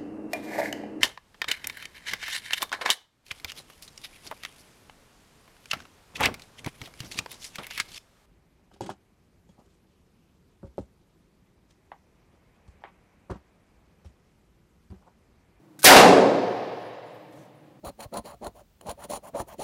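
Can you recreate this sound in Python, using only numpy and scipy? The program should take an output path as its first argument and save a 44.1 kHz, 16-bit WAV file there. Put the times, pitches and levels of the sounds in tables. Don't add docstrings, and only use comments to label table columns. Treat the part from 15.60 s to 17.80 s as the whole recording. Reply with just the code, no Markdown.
import sys
import numpy as np
from scipy import signal
from scipy.fft import rfft, irfft
from scipy.io import wavfile

SR = 44100
rng = np.random.default_rng(int(sys.argv[2]) if len(sys.argv) > 2 else 0)


def gain_from_db(level_db):
    decades = np.asarray(level_db, float) / 20
    return 10 ** decades


def pcm_store(signal):
    levels = np.round(np.clip(np.atleast_2d(signal), -1, 1) * 32767)
    wavfile.write(sys.argv[1], SR, levels.astype(np.int16).T)


N = 97020
T = np.arange(N) / SR
F = np.arange(N // 2 + 1) * SR / N + 1e-3
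SHOT_S = .2425


def unit(x):
    return x / np.sqrt(np.mean(x ** 2))


def coloured(gain):
    return unit(irfft(rfft(rng.standard_normal(N)) * gain, N))


def resonance(hz, width_hz):
    return 1 / (1 + (2 * (F - hz) / width_hz) ** 2)


def decay(t, t60):
    return (t >= 0) * gain_from_db(-60 * np.maximum(t, 0) / max(t60, .005))


def walk(rate_hz):
    return coloured(1 / (1 + (F / rate_hz) ** 4))


def ring(start, modes):
    scatter_db = 3
    out = 0
    for (hz, db, t60), (luck, phase) in zip(modes, rng.random((len(modes), 2))):
        level = gain_from_db(db + scatter_db * (luck - 1.0))
        out = out + level * decay(T - start, t60) * np.sin(2 * np.pi * (hz * (T - start) + phase))
    return out


# frequency in Hz, relative level in dB per Hz.
AIR_SPECTRUM = [(25, -21.5), (45, -17), (75, -11.5), (150, -9), (330, -4.5), (420, -12.5), (950, -18.5),
                (1500, -25), (3000, -32), (8000, -39), (16000, -42)]
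# frequency in Hz, width in Hz, rms level in dB before the common swell.
FAN_TONES = [(121, 18, -62.5), (149.3, 24, -59), (195, 20, -64.5), (311, 30, -58)]


def ventilation():
    swell = gain_from_db(1.5 * walk(4))
    hz, db = np.array(AIR_SPECTRUM).T
    mix = gain_from_db(-56.5) * coloured(gain_from_db(np.interp(np.log(F), np.log(hz), db)))
    for hz, width_hz, db in FAN_TONES:
        mix = mix + gain_from_db(db) * coloured(resonance(hz, width_hz))
    return swell * mix


def rustle():
    start_s, length_s, level_db = 1.725, .17, -67
    u = np.clip((T - start_s) / length_s, 0, 1)
    level = gain_from_db(level_db + 1.6 * walk(40))
    noise = coloured(F / (F + 5000) / (1 + (F / 11000) ** 4))
    return level * (u > 0) * (1 - u ** 3) * noise


# time in seconds, level in dB, frequency in Hz that this landing excites most.
LANDINGS = [(.96, -85, 11600), (1.13, -82, 10500), (1.2, -71, 9600), (1.33, -78, 7200), (1.46, -70.5, 8900),
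            (1.53, -76, 11400), (1.62, -82, 12300), (1.71, -76, 12200), (1.78, -75, 6200),
            (1.95, -77, 9720)]
# frequency in Hz, relative level in dB, time to fall 60 dB in seconds.
BRASS_MODES = [(5900, -1, .4), (6400, 0, 0.24), (6858, -5, .5), (7187, -5, 0.76), (8080, -10, .7),
               (9800, -2, 0.44), (10900, -9, .3), (12000, -1, .5), (12387, -4, .5), (14007, -17, .3)]


def case():
    reach_octaves, wobble_hz = .4, 30
    out = 0
    for mode_hz, mode_db, t60 in BRASS_MODES:
        struck = 0
        for start, db, hz in LANDINGS:
            distance = np.log2(mode_hz / hz) / reach_octaves
            struck = struck + gain_from_db(db - 12 * distance ** 2) * decay(T - start, t60)
        out = out + gain_from_db(mode_db) * struck * coloured(resonance(mode_hz, wobble_hz))
    return out


# time in seconds, level in dB, time for the rattle to fall 60 dB in seconds,
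# seconds until the click is damped.
CLICKS = [(.191, -44, .2, .023), (.2195, -42, .3, .012), (.231, -24, .04, .006), (.2405, -22, .03, .003)]
# frequency in Hz, relative level in dB, time to fall 60 dB in seconds.
STEEL_MODES = [(1535, -1.5, 0.042), (3900, -11.5, 0.05), (7100, -9.5, 0.069), (9100, -3, 0.11),
               (12300, -3.5, .2)]


def action():
    rattle_db, damped_t60_s = -0.5, .008
    rattle = gain_from_db(rattle_db) * coloured(F / (F + 1500) / (1 + (F / 14000) ** 8))
    out = 0
    for start, db, t60, stop in CLICKS:
        click = rattle * decay(T - start, t60) + ring(start, STEEL_MODES)
        damping = decay(np.maximum(T - start - stop, 0), damped_t60_s)
        out = out + gain_from_db(db) * click * damping
    return out


# frequency in Hz, relative level in dB, time to fall 60 dB in seconds.
LINGERING_MODES = [(114, -13, 1.9), (450.8, -11.5, 2), (507, -14.5, 2.4), (557, -10, 2.0),
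                   (594, -15.5, 2.4), (620, -17.5, 2.1), (645, -15, 1.3), (713.5, 4, 1.5), (1069, -6, 1.5),
                   (710, -9.5, 1.7), (899, -18.5, 1.5), (1250, -18.5, 1.9)]


def lingering():
    rise_s = .5
    rise = (1 - np.exp(-np.maximum(T - SHOT_S, 0) / rise_s)) ** 2
    return ring(SHOT_S, LINGERING_MODES) * rise * gain_from_db(1.2 * walk(5.2))


def far_wall(t, band_hz):
    round_trip_s, rise_s, fade_s = .118, .015, .025
    lift_db, lowest_hz = 8, 1500
    since = np.maximum(t - round_trip_s, 0)
    back = (1 - np.exp(-since / rise_s)) * np.exp(-since / fade_s)
    return 1 + gain_from_db(lift_db) * back / (1 + (lowest_hz / band_hz) ** 2)


# frequency in Hz, relative level in dB, build-up in seconds, time to fall 60 dB in seconds,
# relative level of the slow tail in dB, time for the tail to fall 60 dB in seconds.
HALL_BANDS = [(75, -39.5, .08, 0.62, -53, 1.2), (116.96, -19, .08, 1.1, -43, 2.0),
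              (255.4, -9.5, .07, 1.266, -36, 0.89), (478, -2.5, 0.11, 1.285, -25.5, 2.7),
              (765, -2.5, 0.017, 1.057, -17, 2.4), (1100, -4, 0.07, 0.93, -28.5, 2.79),
              (1319, -5.5, .025, .85, -28.5, 2.2), (1680, -7.5, 0.0078, 0.88, -28, 2.63),
              (2304, -9.5, 0.0072, 0.81, -33, 2.75), (3500, -11, .005, 0.79, -37, 2.76),
              (5000, -10.5, .002, 0.71, -35, 2.12), (8000, -15, .0005, 0.65, -45, 1.5),
              (12220, -10.5, 0.00065, .38, -58, 2.1), (16200, -14.5, .0003, .3, -65.5, 1.3)]
# frequency in Hz, width in Hz, boost in dB (a cut if negative).
HALL_RESONANCES = [(183, 14, 9), (280, 20, 6.5), (373, 42, 3.5), (402, 9, 5), (455, 39, 6.5),
                   (527, 48, 3.5), (609.6, 16, 5.5), (653, 5.3, 1.5), (700, 12, -3.5), (744, 21, 3),
                   (1070, 19, -0.5), (1380, 150, -1.5), (2031, 12, -0.5), (2360, 12, 3.5),
                   (2747, 6.7, 10.5), (3890, 14, 8.5), (4728, 14, 7), (4900, 710, 1.5)]


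def hall():
    first_db = -18.5
    flutter_hz, flutter_db = 23.3, -0.64
    t = np.maximum(T - SHOT_S, 0)
    rows = np.array(HALL_BANDS)
    colour = 1 + sum((gain_from_db(db) - 1) * resonance(hz, width_hz) for hz, width_hz, db in HALL_RESONANCES)
    out = 0
    for octave in np.arange(6.25, 14.1, .25):
        columns = rows[:, 1:].T
        db, rise, t60, slow_db, slow_t60 = (np.interp(octave, np.log2(rows[:, 0]), c) for c in columns)
        share = np.cos(2 * np.pi * np.clip(np.log2(F) - octave, -.25, .25))
        band = irfft(rfft(rng.standard_normal(N)) * share * colour, N) / np.sqrt(np.mean(share ** 2))
        fade = np.hypot(gain_from_db(db) * decay(t, t60), gain_from_db(slow_db) * decay(t, slow_t60))
        build_up = gain_from_db(first_db) + (1 - np.exp(-t / max(rise, 1e-4))) ** 4
        out = out + band * fade * build_up * (T >= SHOT_S) * far_wall(t, 2 ** octave)
    out = out + lingering()
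    flutter = flutter_db * np.cos(2 * np.pi * flutter_hz * t + 4.5)
    return out * gain_from_db(-5.5 + flutter)


def blast():
    length_s, peak_db = .00012, -3
    u = (T - SHOT_S) / length_s
    return gain_from_db(peak_db) * (u >= 0) * (1 - u) * np.exp(-np.clip(u, 0, 50))


def scene():
    shot = blast() + hall()
    gun = action()
    floor = rustle() + case()
    return (shot + gun + floor + ventilation())[None]


def band_limit(x):
    return signal.sosfilt(signal.butter(12, 16620, fs=SR, output="sos"), x)


def record(dry):
    low_hz, top_hz = 95, 15600
    clip_level, knee = .71, 6.0
    x = signal.sosfilt(signal.butter(2, low_hz, "high", fs=SR, output="sos"), dry)
    x = x / (1 + np.abs(x / clip_level) ** knee) ** (1 / knee)
    x = signal.sosfiltfilt(signal.ellip(6, .1, 35, top_hz, fs=SR, output="sos"), x)
    return band_limit(x)


dry = scene()
out = record(dry)
pcm_store(out)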